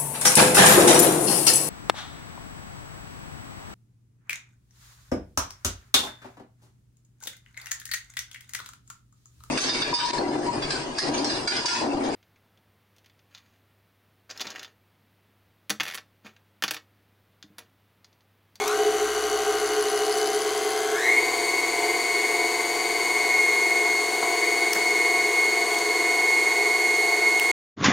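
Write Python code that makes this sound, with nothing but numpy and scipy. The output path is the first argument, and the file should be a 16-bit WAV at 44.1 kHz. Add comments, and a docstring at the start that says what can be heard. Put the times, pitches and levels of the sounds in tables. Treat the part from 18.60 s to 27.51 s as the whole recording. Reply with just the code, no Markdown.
"""A stand mixer's motor hums and whines at slow speed, with brush hiss and squeaks, then surges to fast.
It whisks batter in a steel bowl; later an egg is knocked on the counter and its shell is broken open.
Motor tones are cosines locked to the shaft and the mains ripple, with resonances of the housing.
Gears and brushes are filtered noise that follows the turning shaft; the clicks are fading noise bursts."""
import sys
import numpy as np
from scipy import signal
from scipy.fft import rfft, irfft, next_fast_len
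from scipy.io import wavfile
from scipy.ndimage import uniform_filter1d, minimum_filter1d, map_coordinates

SR = 44100
rng = np.random.default_rng(int(sys.argv[2]) if len(sys.argv) > 2 else 0)


def to_wav(sig):
    """Store sig (one row per channel, or 1-D mono) as 16-bit WAV at the path in sys.argv[1].

    Samples outside -1..1 are clipped; the rate is SR.
    """
    pcm = np.clip(np.atleast_2d(sig), -1, 1) * 32767
    pcm = np.round(pcm).astype(np.int16)
    wavfile.write(sys.argv[1], SR, pcm.T)  # frames by channels


N = 393147
TIME = np.arange(N) / SR  # seconds

# motor speed set by the lever, before the whisk's drag: (time [s], shaft speed [turns per second])
SHAFT_SPEED = [(0, 49.44), (.04, 49.43), (.15, 66), (.23, 67.6), (.39, 66.52), (1.44, 66.52), (2.01, 70.27),
               (2.35, 71.68), (2.43, 85.04), (2.5, 93.1), (2.6, 100.2), (2.68, 101), (2.9, 99.63),
               (3.3, 100.8), (3.6, 99.64), (4.2, 100.7), (4.5, 99.75), (4.85, 98.38), (5.4, 98.43),
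               (5.7, 99.62), (6.5, 98.94), (8.91, 98.59)]
# shaft speeds taken as slow and fast, and the ripple of the mains current
SLOW_HZ, FAST_HZ, RIPPLE_HZ = 67, 99, 120
# armature slots; motor turns in each worm gear throb; motor turns in each orbit of the whisk
SLOTS, WORM_RATIO, ORBIT_RATIO = 22, 5, 47.7
# motor tones at shaft order x speed + ripple order x ripple, before resonance and level changes:
# (shaft order [-], ripple order [-], slow level [dB], fast level [dB])
MOTOR_TONES = [(0, 1, -67.5, -66), (1, 2, -56, -39.5), (0, 3, -42.5, -39.5), (3, 1, -49, -40.5),
               (0, 3.5, -40, -43), (-1, 4, -31.5, -54), (1, 3, -28.5, -45), (-2, 5, -59, -50),
               (-3, 6, -54, -38), (2, 2, -59, -38.5), (0, 4, -50, -40.5), (-1, 6, -47.5, -62),
               (1, 5, -47.5, -35.5), (0, 6, -46, -43), (-2, 7, -39.5, -56), (-4, 8, -53, -53),
               (-1, 7, -36.5, -43.5), (-2, 8, -66, -48), (1, 6, -45, -79), (9, 0, -107, -44),
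               (10, 0, -63, -38.5), (15, 0, -55, -50.5), (22, -3, -64, -47.5), (22, -2, -39, -49),
               (22, -1, -41, -41.5), (22, 0, -40, -41), (22, 1, -39, -50.5), (22, 2, -64, -46.5),
               (21, 0, -44, -49.5), (21, 1, -68, -50.5), (23, -1, -68, -55), (23, 0, -44, -49),
               (29, 0, -46, -53), (44, -1, -72, -45), (43, 0, -61, -49.5), (44, 0, -47.5, -43.5),
               (44, 1, -56, -38), (44, 2, -50.5, -45.5), (43, 1, -57, -58), (45, 0, -58, -40.5),
               (66, 0, -51, -42.5), (66, 1, -44.5, -47), (88, 0, -68, -44)]
# sharp housing resonances that the motor tones sweep through: (frequency [Hz], width [Hz], height [dB])
SHARP_HOUSING = [(2162, 44.6, 20), (2962.3, 124, 6), (3950, 190, 7)]
# gear and brush noise at slow and at fast speed, before resonance: (frequency [Hz], level [dB per Hz])
SLOW_NOISE = [(25, -86), (90, -87.5), (200, -82), (320, -70), (560, -71), (900, -67.5), (1500, -70),
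              (2600, -74), (4500, -72), (5300, -82), (6100, -69), (8000, -79.5), (11000, -79),
              (15500, -91.5)]
FAST_NOISE = [(25, -91), (90, -91), (200, -82), (320, -69.5), (560, -72), (900, -63.5), (1300, -73),
              (2000, -68.5), (2900, -75.5), (4200, -72.5), (5300, -78.5), (6900, -71), (10000, -79.5),
              (15500, -90)]
# housing resonances that colour this noise: (frequency [Hz], width [Hz], height [dB])
NOISE_HOUSING = [(150, 32, 2.5), (328, 44, 5.5), (419.3, 34, 14), (685, 47, 2.5), (752, 21, 7.5),
                 (1100, 35, 10), (1487, 52, 3.5), (2124, 70, 8), (3010, 100, -3.5), (7200, 130, -11)]
# brush rasp around multiples of the slot rate, before the contact gate:
# (multiple [-], slow level [dB], fast level [dB])
RASP_BANDS = [(2, -49, -56), (3, -55, -45), (4, -48, -48.5), (5, -50.5, -51.5), (6, -53, -54.5),
              (7, -55, -71)]
# overall brush squeak, before the contact gate and throb: (time [s], level [dB])
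SQUEAK_LEVEL = [(0, -81), (.3, -58), (.9, -48), (1.1, -47), (1.55, -41), (1.9, -45), (2.2, -46.5),
                (2.45, -67)]
# the bands that make up the squeak: (frequency [Hz], width [Hz], relative level [dB])
SQUEAK_BANDS = [(4390, 590, -3.5), (5030, 290, -3), (6270, 500, -14), (8560, 500, -14), (10430, 140, -2),
                (14800, 400, -22)]
# faint mains hum: (time [s], level [dB])
MAINS_LEVEL = [(0, -62), (.2, -63), (.5, -54), (2.4, -70), (2.6, -61), (4.05, -77), (5.6, -69), (6.3, -76),
               (8.91, -75)]
# clicks of speed lever, eggshell and bowl, levels before fading:
# (time [s], crack level [dB], knock level [dB], crack's 60 dB fading time [s], resonance [Hz])
CLICK_EVENTS = [(.078, -25, -36, 0.034, 5670), (1.575, -29, -46, 0.034, 7496),
                (5.625, -43, -23.5, 0.079, 1100), (6.132, -9, -30, .017, 5400),
                (6.15, -30, -31, 0.14, 1686), (7.143, -30, -32, .025, 3400), (7.186, -31, -47, .02, 5800),
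                (8.797, -14, -32, .016, 2900), (8.83, -36, -47, 0.013, 12370)]
# tone colour of every crack and every knock: (frequency [Hz], relative level [dB])
CRACK_COLOUR = [(500, -26), (1800, 10), (2900, 6.5), (4000, -2), (5400, 3.5), (9000, 4), (13000, 2.5),
                (16000, 2)]
KNOCK_COLOUR = [(60, -42), (170, -4), (350, 1), (1100, 3), (2000, -11), (3500, -16), (8000, -31)]
# balance of the microphone pair: (frequency [Hz], left minus right [dB])
STEREO_TILT = [(60, 0.0), (110, -1.5), (200, 1.5), (380, -0.5), (700, 2), (1290, 2), (2380, 2.5),
               (4400, 3.5), (8120, 3.5), (15000, 3.5)]
# how alike the noise is at the two microphones: (frequency [Hz], likeness [0-1])
STEREO_LIKENESS = [(60, 0.6), (130, 0.6), (290, 1.0), (640, 0.94), (1410, 0.92), (3100, 0.96), (6820, 1),
                   (15000, 0.88)]
# the whine shifts between the ears as the cook moves: (time [s], left minus right [dB])
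WHINE_BALANCE = [(0, 2.5), (3.2, 1), (4.4, 1.5), (6, 1), (8.2, -1.8)]
# level changes of the whine and of the low hum: (time [s], level [dB])
WHINE_LEVEL = [(0, -3), (.1, 3), (.2, -3.5), (1, -0.5), (2, -7), (2.53, 3), (2.63, -1), (3.75, 1),
               (4.15, -3), (4.6, 3.5), (5.2, 1), (5.5, -5), (5.87, 2), (6.15, 0), (6.45, 3), (7.15, -1.5),
               (8.15, 2.5), (8.91, 1)]
HUM_LEVEL = [(0, 2), (.1, -3), (.2, 5.5), (.5, 1), (1, 3), (2.35, 3), (2.95, -0.5), (3.3, 3), (3.5, -2),
             (3.85, 2), (4.5, 0), (5.45, 0), (5.65, 1.5), (8.91, 0)]

# strength of modulation: brush catch when slow, flutter when fast, worm gear throb
CATCH, FLUTTER, THROB = .45, .11, .55
# the whisk runs freest at this share of each orbit
FREE_AT = .13
# at full drag: speed lost when fast (Hz), change of the whine (dB), damping of the bowl's band (dB)
DRAG_SAG_HZ, DRAG_WHINE_DB, DRAG_DAMPING_DB = 0.244, -0.2, 1.5
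BOWL_HZ, BOWL_WIDTH_HZ = 730, 220
FRICTION_SLOW_DB, FRICTION_FAST_DB = -0.86, .5
WHINE_LEAD_S = .000017  # the whine reaches the left microphone first
SHELL_DB = 11  # height of the resonance in each crack
CRUMBLE_S = .0018  # a crack stays at full strength this long before it dies away
EDGE_HZ = 15850  # upper edge of the finished sound


def amp(db):
    """Turns decibels into a gain."""
    return 10 ** (np.asarray(db) / 20)


def unit(x):
    """Scales a sound to an average strength (rms) of 1."""
    return x / np.sqrt(np.mean(abs(x) ** 2) + 1e-20)


def curve(rows):
    """Joins points by straight lines in time."""
    return np.interp(TIME, *np.transpose(rows))


def read(points, hz):
    """Reads a spectrum, joined by straight lines over log frequency."""
    f, value = np.transpose(points)
    return np.interp(np.log(hz + 1), np.log(f + 1), value)


def colour(x, gain):
    """Filters a sound by a gain that depends on frequency."""
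    size = next_fast_len(x.shape[-1])
    spectrum = rfft(x, size) * gain(np.fft.rfftfreq(size, 1 / SR))
    return irfft(spectrum, size)[..., :x.shape[-1]]


def lift(hz, modes):
    """Gain of resonances that stand above a flat response."""
    power = sum(amp(db) ** 2 / (1 + (2 * (hz - f) / width) ** 2) for f, width, db in modes)
    return np.sqrt(1 + power)


def drift(rate_hz, size=8192):
    """Slow complex random wandering of rms 1; a higher rate wanders faster."""
    z = rng.standard_normal((size, 2)) @ [1, 1j]
    hz = np.fft.fftfreq(size, N / SR / size)
    z = np.fft.ifft(z / (1 + (hz / rate_hz) ** 2))
    return np.interp(TIME, np.linspace(0, N / SR, size), unit(z))


def wave(turns):
    """A cosine of a phase given in turns."""
    return np.cos(2 * np.pi * turns)


def noise_band(wander, turns):
    """Shifts random wandering up to a carrier tone, giving a narrow band of noise of rms 1."""
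    return unit((wander * np.exp(2j * np.pi * turns)).real)


def mains_hum():
    """A faint steady tone at the mains frequency, half the ripple rate."""
    return amp(curve(MAINS_LEVEL)) * unit(wave(RIPPLE_HZ / 2 * TIME))


def clicks(shell_q=6, tail_db=-25, tail_t60=0.56, knock_rise_s=0.0027):
    """Each blow is a bright crack over a dull knock, followed by the short tail of the kitchen."""
    out = np.zeros((2, N))
    t = TIME[:SR // 2]
    for start_s, crack_db, knock_db, t60, shell_hz in CLICK_EVENTS:
        shell = [(shell_hz, shell_hz / shell_q, SHELL_DB)]
        # three noises each: one shared direct sound, then a tail for each ear
        noise = rng.standard_normal((2, 3, len(t)))
        crack = colour(noise[0], lambda hz: amp(read(CRACK_COLOUR, hz)) * lift(hz, shell))
        knock = colour(noise[1], lambda hz: amp(read(KNOCK_COLOUR, hz)))
        burst = amp(crack_db) * unit(crack)
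        burst += amp(knock_db) * unit(knock) * (1 - np.exp(-t / knock_rise_s))
        direct = burst[0] * amp(-60 * np.maximum(t - CRUMBLE_S, 0) / t60)
        tail = burst[1:] * amp(tail_db - 60 * t / tail_t60)
        hit = direct + tail
        part = out[:, round(start_s * SR):][:, :len(t)]
        part += hit[:, :part.shape[1]]
    return out


def brush_contact(turns, fast, unequal=0.51):
    """The two brushes catch twice a turn when slow; when fast they flutter with shaft and ripple."""
    catch = ((1 + wave(2 * turns)) / 2) ** 4
    slow_gate = unit(1 + 2 * CATCH * catch * (1 + unequal * wave(turns)))
    fast_gate = 1 + FLUTTER * (wave(turns) + wave(RIPPLE_HZ * TIME))
    return slow_gate + (fast_gate - slow_gate) * fast


def brush_squeak(turns, contact):
    """High resonances chirp at each catch and throb with the worm gear."""
    ring = sum(amp(db) * noise_band(drift(width / 2), hz * TIME) for hz, width, db in SQUEAK_BANDS)
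    throb = 1 + THROB * wave(turns / WORM_RATIO)
    return amp(curve(SQUEAK_LEVEL)) * ring * contact ** 2 * throb


def brush_rasp(turns, fast, width_hz=170):
    """Uneven commutator bars smear the upper harmonics of the whine into narrow bands."""
    rasp = 0
    for multiple, slow_db, fast_db in RASP_BANDS:
        level = amp(slow_db + (fast_db - slow_db) * fast)
        rasp += level * noise_band(drift(width_hz), multiple * SLOTS * turns)
    return rasp


def gears_and_brushes(turns, fast, contact, repeat=0.39, split_hz=3500, size=440):
    """Friction noise, part of it repeating with each turn, coloured by the housing."""
    worn = map_coordinates(rng.standard_normal(size), [turns % 1 * size], mode="grid-wrap")
    near = unit(rng.standard_normal(N) + repeat * worn)
    other = rng.standard_normal(N)

    def same(hz):
        return np.clip(read(STEREO_LIKENESS, hz), 0, 1)

    # shared noise, plus a second noise that is flipped between the ears
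    middle = colour(near, lambda hz: np.sqrt((1 + same(hz)) / 2))
    side = colour(other, lambda hz: np.sqrt((1 - same(hz)) / 2))
    pair = middle + np.outer([1, -1], side)

    def housed(spectrum):
        # the square root turns a level per Hz into a gain for white noise
        return colour(pair, lambda hz: amp(read(spectrum, hz)) * lift(hz, NOISE_HOUSING) * np.sqrt(SR / 2))

    noise = amp(FRICTION_SLOW_DB) * housed(SLOW_NOISE) * (1 - fast)
    noise += amp(FRICTION_FAST_DB) * housed(FAST_NOISE) * fast
    gears = colour(noise, lambda hz: 1 / (1 + (hz / split_hz) ** 4))
    brushes = noise - gears
    return gears + brushes * contact


def gear_strain(turns, surge, level_db=-33, width_hz=200):
    """Under hard acceleration the gears chatter in a wide, rough band around the slot rate."""
    return amp(level_db) * surge * noise_band(drift(width_hz), SLOTS * turns)


def whisk_drag(speed):
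    """The batter's drag on the whisk, from -1 (running free) to 1 (digging in), once in each orbit."""
    orbits = np.cumsum(speed) / SR / ORBIT_RATIO
    return -wave(orbits - FREE_AT)


def bowl(x, drag):
    """The bowl's band swells while the whisk runs free and sinks while it digs in."""
    band = colour(x, lambda hz: 1 / (1 + (2 * (hz - BOWL_HZ) / BOWL_WIDTH_HZ) ** 4))
    return x + band * (amp(-DRAG_DAMPING_DB * drag) - 1)


def motor_tones(speed, turns, fast, surge, drag, slow_rough=0.21, fast_rough=0.23, whine_rough=0.22,
                overtone_rough=0.31, shared_rough=0.18, rough_hz=7, surge_db=8, dulling_db=4):
    """The mains ripple and the turning armature modulate each other; close tones beat and throb."""
    hum, whine, overtones = np.zeros((3, N))
    for shaft, ripple, slow_db, fast_db in MOTOR_TONES:  # a half ripple order is an odd mains harmonic
        tone_hz = shaft * speed + ripple * RIPPLE_HZ
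        gain = amp(slow_db + (fast_db - slow_db) * fast) * lift(tone_hz, SHARP_HOUSING)
        # the slot tone and its nearest sidebands start in step, so the whine pulses with the current
        start = 0 if shaft == SLOTS and abs(ripple) <= 1 else rng.random()
        if shaft < SLOTS - 1:
            layer, rough = hum, slow_rough + (fast_rough - slow_rough) * fast
        elif shaft <= SLOTS + 1:
            layer, rough = whine, whine_rough
        else:
            layer, rough = overtones, overtone_rough
        # roughness wavers both the loudness and the phase of a tone
        waver = 1 + rough * drift(rough_hz)
        phase = shaft * turns + ripple * RIPPLE_HZ * TIME + start + np.angle(waver) / (2 * np.pi)
        layer += gain * abs(waver) * wave(phase)
    # the whine is louder during acceleration and moves slightly with the whisk's drag
    current = 1 + shared_rough * drift(2 * rough_hz).real
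    whine *= amp(curve(WHINE_LEVEL) + surge_db * surge + DRAG_WHINE_DB * drag) * current
    hum *= amp(curve(HUM_LEVEL))
    overtones *= amp(-dulling_db * np.sqrt(surge))
    return hum, whine, overtones


def place_whine(whine):
    """Spreads the whine over the two microphones by level and arrival time."""
    pair = colour(whine, lambda hz: np.exp(2j * np.pi * np.outer([.5, -.5], hz) * WHINE_LEAD_S))
    return pair * amp(np.outer([.5, -.5], curve(WHINE_BALANCE)))


def scene():
    """One shaft drives the mixer's moving parts; mains hum and clicks join them in stereo."""
    set_speed = curve(SHAFT_SPEED)
    drag = whisk_drag(set_speed)
    fast = np.clip((set_speed - SLOW_HZ) / (FAST_HZ - SLOW_HZ), 0, 1)  # 0 is slow, 1 is fast
    speed = set_speed - DRAG_SAG_HZ * drag * fast
    turns = np.cumsum(speed) / SR
    # the strain of speeding up grows with both acceleration and speed
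    strain = uniform_filter1d(np.gradient(set_speed), size=1500) * set_speed ** 4
    surge = np.maximum(strain / strain.max(), 0)
    contact = brush_contact(turns, fast)

    hum, whine, overtones = motor_tones(speed, turns, fast, surge, drag)
    brushes = brush_rasp(turns, fast) * contact + brush_squeak(turns, contact)
    body = bowl(hum + gears_and_brushes(turns, fast, contact), drag)
    body = body + overtones + gear_strain(turns, surge) + brushes + mains_hum() + clicks()
    tilted = colour(body, lambda hz: amp(np.outer([.5, -.5], read(STEREO_TILT, hz))))
    return tilted + place_whine(whine)


def record(dry, ceiling_db=-7.5, recovery_db_per_s=430):
    """A look-ahead limiter dips the level around the sharpest peaks; then the top treble is cut."""
    over_db = np.maximum(20 * np.log10(abs(dry).max(0) + 1e-9) - ceiling_db, 0)
    # each dip recovers along a straight line in decibels
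    fall = TIME * recovery_db_per_s
    recovery_db = fall - np.maximum.accumulate(over_db + fall)
    duck_db = minimum_filter1d(recovery_db, size=160)
    limited = dry * amp(uniform_filter1d(duck_db, size=80))
    low_pass = signal.firwin(511, EDGE_HZ, window=("kaiser", 9), fs=SR)
    return signal.oaconvolve(limited, low_pass[None], "same")


dry = scene()
out = record(dry)
to_wav(out)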